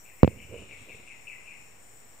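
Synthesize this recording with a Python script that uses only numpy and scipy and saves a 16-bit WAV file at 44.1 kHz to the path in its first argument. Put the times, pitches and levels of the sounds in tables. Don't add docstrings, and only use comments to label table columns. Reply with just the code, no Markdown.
import sys
import numpy as np
from scipy import signal
from scipy.fft import rfft, irfft, next_fast_len
from scipy.io import wavfile
from scipy.ndimage import map_coordinates

SR = 44100
rng = np.random.default_rng(int(sys.argv[2]) if len(sys.argv) > 2 else 0)


def to_wav(sig):
    pcm = np.clip(np.atleast_2d(sig), -1, 1) * 32767
    pcm = np.round(pcm).astype(np.int16)
    wavfile.write(sys.argv[1], SR, pcm.T)


def volts_from_db(level):
    exponent = np.asarray(level, float) / 20
    return 10 ** exponent


N = 97020
T = np.arange(N) / SR


def unit(x):
    return x / np.sqrt(np.mean(x ** 2) + 1e-20)


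def along(points, hz):
    point_hz, value = np.transpose(points)
    return np.interp(np.log(hz + 1), np.log(point_hz + 1), value)


def wobble(knots_hz):
    knots = rng.standard_normal(int(N * knots_hz / SR) + 4)
    return map_coordinates(knots, [T * knots_hz])


def filtered(x, response):
    m = next_fast_len(N + SR // 2)
    return irfft(rfft(x, m) * response(np.fft.rfftfreq(m, 1 / SR)), m)[..., :N]


def panned(x, pan_db):
    return x * volts_from_db(np.array([[pan_db / 2], [-pan_db / 2]]))


def hump(u, attack):
    a = np.clip(attack, .05, .95)
    nearer_end = np.minimum(u / a, (1 - u) / (1 - a))
    return np.sin(np.pi / 2 * np.clip(nearer_end, 0, 1))


def band(hz, width_hz):
    return lambda f: np.exp(-.5 * ((f - hz) / (width_hz / 2)) ** 2)


def coloured(points):
    return lambda f: volts_from_db(along(points, f)) * (f >= points[0][0]) * (f <= points[-1][0])


def rush(gain):
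    # hz, likeness
    likeness = [(60, 0.67), (120, 0.63), (240, 0.28), (480, 0.14), (950, 0.24), (1890, 0.04), (3770, 0.016),
                (7520, 0.66), (15000, 0.51)]
    # hz, lean_db
    lean = [(60, -6), (120, 0), (240, 3), (480, 2), (950, 2), (1890, 1.5), (3770, 0), (7520, 8), (15000, 8)]

    def mid_side_gain(f):
        turn = np.arccos(np.clip(along(likeness, f), -1, 1)) / 2
        return gain(f) * np.array([np.cos(turn), np.sin(turn)])

    mid, side = filtered(rng.standard_normal((2, N)), mid_side_gain)
    lean_gain = lambda f: volts_from_db(along(lean, f) / 2 * np.array([[1], [-1]]))
    pair = filtered(np.array([mid + side, mid - side]), lean_gain)
    return pair / pair.mean(0).std()


def echoed(dry, pan_db):
    near_t60_s, far_t60_s, far_db = 0.75, 1.3, -9
    decay = volts_from_db(-60 * T / near_t60_s) + volts_from_db(far_db - 60 * T / far_t60_s)
    tail = rng.standard_normal((2, N)) * decay * (T > .004)
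    wet = signal.fftconvolve(dry[None], tail / np.linalg.norm(tail[0]), axes=1)[:, :N]
    return panned(dry, pan_db) + panned(wet, 8)


def rasp(start_s, length_s, level_db, first_hz, last_hz, attack, beak_hz):
    pulse_median_hz, gap_jitter = 170.9, .35
    size_scatter_db, pitch_scatter, beak_db = 2, .038, -1.23
    ring_peak_s = .002
    draw = rng.standard_normal((60, 6))
    when = np.cumsum(np.exp(gap_jitter * draw[:, 0])) / pulse_median_hz - .5 / pulse_median_hz
    u, t = when / length_s, np.arange(SR // 60) / SR
    size = hump(u, attack) * volts_from_db(level_db + 3 + size_scatter_db * draw[:, 1:3].T)
    throat_hz = first_hz + (last_hz - first_hz) * np.clip(u * 2.45 - .4, 0, 1)
    hz = np.array([throat_hz, beak_hz + 0 * u]) * (1 + pitch_scatter * draw[:, 3:5].T)
    envelope = (t / ring_peak_s * np.exp(1 - t / ring_peak_s)) ** 2
    throat, beak = size[..., None] * np.sin(2 * np.pi * hz[..., None] * t) * envelope
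    at = ((start_s + when[:, None]) * SR).astype(int) + np.arange(len(t))
    return np.bincount(at.ravel(), (throat + volts_from_db(beak_db) * beak).ravel(), N + SR)[:N]


def drongo():
    # start_s, length_s, level_db, first_hz, last_hz
    falling = [(0.039, 0.12, -57, 2525, 2030), (0.182, 0.19, -55, 2250, 2160),
               (.682, .12, -49.5, 2404, 2150), (0.876, 0.11, -49, 2443, 2150),
               (1.062, 0.11, -48, 2600, 2083), (1.251, .14, -47.5, 2600, 2170),
               (1.451, .14, -49.5, 2600, 2160)]
    # start_s, length_s, level_db, first_hz, last_hz
    swelling = [(.355, 0.11, -52.5, 2450, 2340), (.47, 0.2, -53.5, 2350, 2476)]
    dry = sum(rasp(*call, attack=0.21, beak_hz=2600) for call in falling)
    dry = dry + sum(rasp(*call, attack=0.54, beak_hz=2752) for call in swelling)
    return echoed(dry, 9)


def port_response(f, recoil_hz, recoil_q, modes):
    recoil = -f * f / (recoil_hz ** 2 - f * f + 1j * f * recoil_hz / recoil_q)
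    ring = sum(gain * 1j * f * width_hz / (hz * hz - f * f + 1j * f * width_hz)
               for hz, width_hz, gain in modes)
    return recoil + ring


def push(start_s, length_s):
    return np.sin(np.pi * np.clip((T - start_s) / length_s, 0, 1)) ** 2


def knocks():
    # start_s, push_db, left_contact_ms, right_contact_ms, click_db
    strikes = [(.2318, 3.3, .96, 1.55, -29), (.2456, -8, 1.26, 2.0, -23), (.2768, -12, 1.0, 1.3, -23)]
    # lead_s, share of push
    giving = [(.00072, .16), (.00053, .21)]
    # recoil_hz, q
    recoils = [(190, 3.6), (99, 4)]
    # hz, width_hz, gain (negative = against the push)
    case_modes = [
        [(84, 37, -2), (159, 80, 2.8), (224, 48, -1.3), (500, 80, .5)],
        [(72.6, 30, -3.9), (201, 234, 4.2), (502, 80, 2.05)],
    ]
    click_hz, click_t60_s, crack_db, crack_t60_s = 2500, .005, -34, .004
    blows, clicks = np.zeros((2, N)), np.zeros(N)
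    crackle = unit(filtered(rng.standard_normal(N), band(3000, 5000)))
    for start_s, push_db, left_ms, right_ms, click_db in strikes:
        for side, contact_ms in enumerate((left_ms, right_ms)):
            lead_s, share = giving[side]
            give = share * push(start_s - lead_s, lead_s * 1.2)
            blows[side] += volts_from_db(push_db) * (push(start_s, contact_ms / 1000) - give)
        t = np.maximum(T - start_s, 0)
        click = np.sin(2 * np.pi * click_hz * t) * (1 - np.exp(-t / 0.0001))
        clicks += volts_from_db(click_db - 60 * t / click_t60_s) * click
        clicks += volts_from_db(push_db + crack_db - 60 * t / crack_t60_s) * (t > 0) * crackle
    ports = lambda f: np.array([port_response(f, *recoils[k], case_modes[k]) for k in (0, 1)])
    thumps = filtered(blows, ports) * volts_from_db(np.array([[0], [-6.7]]))
    return thumps + panned(clicks, 9)


def grip():
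    # time_s, rumble_db, creak_db
    moves = [(0.3, -39.5, -61), (0.31, -47, -50), (0.344, -49, -59.5), (0.366, -46, -57),
             (0.438, -56, -68.5), (0.538, -49.5, -43.5), (0.562, -54, -51), (0.582, -51.5, -51),
             (0.63, -55, -45), (0.642, -52.5, -54.5), (0.686, -64, -65), (0.706, -54, -55),
             (0.746, -61, -67), (0.8, -64, -65), (0.818, -58, -71), (0.89, -74, -57.5), (0.91, -54, -49.5),
             (0.922, -74, -66), (0.95, -53, -57.5), (0.96, -68, -65), (1.01, -67, -57), (1.022, -68, -75),
             (1.04, -70, -62), (1.05, -87, -74.5)]
    # hz, density_db (per Hz)
    rumble_spectrum = [(15, -43), (25, -11), (108, 0.5), (172, -15.5), (251, -10), (400, -24), (520, -46),
                       (880, -120)]
    # hz, density_db (per Hz)
    creak_spectrum = [(71, -54), (120, -12.5), (248, -7.5), (340, -8.5), (465, -1), (590, -7), (835, -30.5),
                      (901, -25), (1600, -31.5), (2080, -56), (3520, -120)]
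    slips_per_s = 709
    time_s, rumble_db, creak_db = np.transpose(moves)
    fade_in = np.clip((T - time_s[0]) / .015 + 1, 0, 1) ** 2
    late_drop_db = 2 * np.maximum(T - time_s[-1], 0)
    contour = lambda db: volts_from_db(np.interp(T, time_s, db) - late_drop_db) * fade_in
    slips = (rng.random(N) < slips_per_s / SR) * rng.standard_normal(N)
    creak = unit(filtered(unit(slips) + 0.65 * rng.standard_normal(N), coloured(creak_spectrum)))
    rumble = filtered(rng.standard_normal(N), coloured(rumble_spectrum))
    rumble = unit(rumble * volts_from_db(1.5 * wobble(25)))
    return panned(contour(rumble_db) * rumble + contour(creak_db) * creak, -6)


def chorus():
    # hz, density_db (per Hz)
    cicada_spectrum = [(2820, -43), (4800, -21), (5620, 0), (5940, -8.5), (6360, -15), (6590, -10),
                       (6810, 0), (7480, 2), (8000, -2.5), (8130, -13), (8510, 1), (8880, -2.5),
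                       (9140, -15.5), (9260, -33), (9500, -24.5), (9910, -35), (10400, -16), (13500, -46),
                       (22000, -120)]
    return volts_from_db(-61 + .6 * wobble(3) + .9 * wobble(20)) * rush(coloured(cicada_spectrum))


def shrill():
    # hz, density_db (per Hz)
    shrill_spectrum = [(6120, -41.5), (10400, -11), (11400, -1.5), (12700, -6), (13700, 2), (14700, 0),
                       (14900, -0.5), (15600, 0.5)]
    # time_s, level_db
    shrill_contour = [(0.0, -66), (0.05, -63), (0.47, -70.5), (1.27, -73), (2.2, -69)]
    shrill_db = np.interp(T, *np.transpose(shrill_contour)) + 1.2 * wobble(7.1) + .8 * wobble(28)
    return volts_from_db(shrill_db) * rush(coloured(shrill_spectrum))


def fading_cicada():
    # hz, width_hz, level_db, end_s
    hz, width_hz, level_db, end_s = (5802.5, 600, -63, 0.06)
    return volts_from_db(level_db) * np.clip(1 - T / end_s, 0, 1) ** .5 * rush(band(hz, width_hz))


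def cricket():
    # hz, chirps_per_s, first_chirp_s, level_db
    hz, chirps_per_s, first_s, level_db = (7720, 20.5, -0.5, -67.5)
    phase = (T - first_s) * chirps_per_s % 1
    chirp = hump(phase / .5, .4) * volts_from_db(level_db + 3.62 * wobble(3.6))
    return panned(chirp * np.sin(2 * np.pi * hz * T + 1.5 * wobble(33)), 20)


def whine():
    # hz, width_hz, level_db
    hz, width_hz, level_db = (7090, 30, -72)
    return volts_from_db(level_db + 2.5 * wobble(5)) * rush(band(hz, width_hz))


def insects():
    return chorus() + shrill() + fading_cicada() + cricket() + whine()


def small_bird():
    # start_s, length_s, level_db
    tseeps = [(1.788, .025, -65), (1.82, .022, -61.5), (1.857, .028, -60.5), (1.884, .022, -63.5),
              (1.91, .03, -68), (1.952, .035, -60.5)]
    top_hz, drop_hz, husk_hz = 8530, 900, 200
    progress = [np.clip((T - start_s) / length_s, 0, 1) for start_s, length_s, _ in tseeps]
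    hz = top_hz - drop_hz * sum(u * (u < 1) for u in progress) + husk_hz * wobble(400)
    swell = sum(volts_from_db(note[2]) * hump(u, 0.36) for u, note in zip(progress, tseeps))
    return echoed(swell * np.sin(2 * np.pi * np.cumsum(hz) / SR), 18)


def leaves():
    # start_s, length_s, hz, width_hz, level_db
    start_s, length_s, hz, width_hz, level_db = (0.52, 0.73, 3400, 1202, -69)
    swell = hump((T - start_s) / length_s, .3) ** .4
    return volts_from_db(level_db + 1.2 * wobble(15)) * swell * rush(band(hz, width_hz))


def forest_air():
    # hz, density_db (per Hz)
    air_spectrum = [(15, -50), (25, -33), (43, -2.5), (133, 0), (160, -6.5), (200, -4), (365, -6.5),
                    (408, -5), (745, -6.5), (1070, -8.5), (1390, -11.5), (2230, -7.5), (3560, -19.5),
                    (5200, -24.5), (6760, -53), (11400, -120)]
    return volts_from_db(-60.5 + .6 * wobble(4)) * rush(coloured(air_spectrum))


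def scene():
    return drongo() + knocks() + grip() + insects() + small_bird() + leaves() + forest_air()


def top_cut(x):
    return signal.sosfilt(signal.butter(12, 16500, fs=SR, output="sos"), x)


def record(dry):
    limit, hardness, offset = 0.95, 30, 0.0021
    clipped = dry / (1 + np.abs(dry / limit) ** hardness) ** (1 / hardness)
    return top_cut(clipped + offset)


dry = scene()
out = record(dry)
to_wav(out)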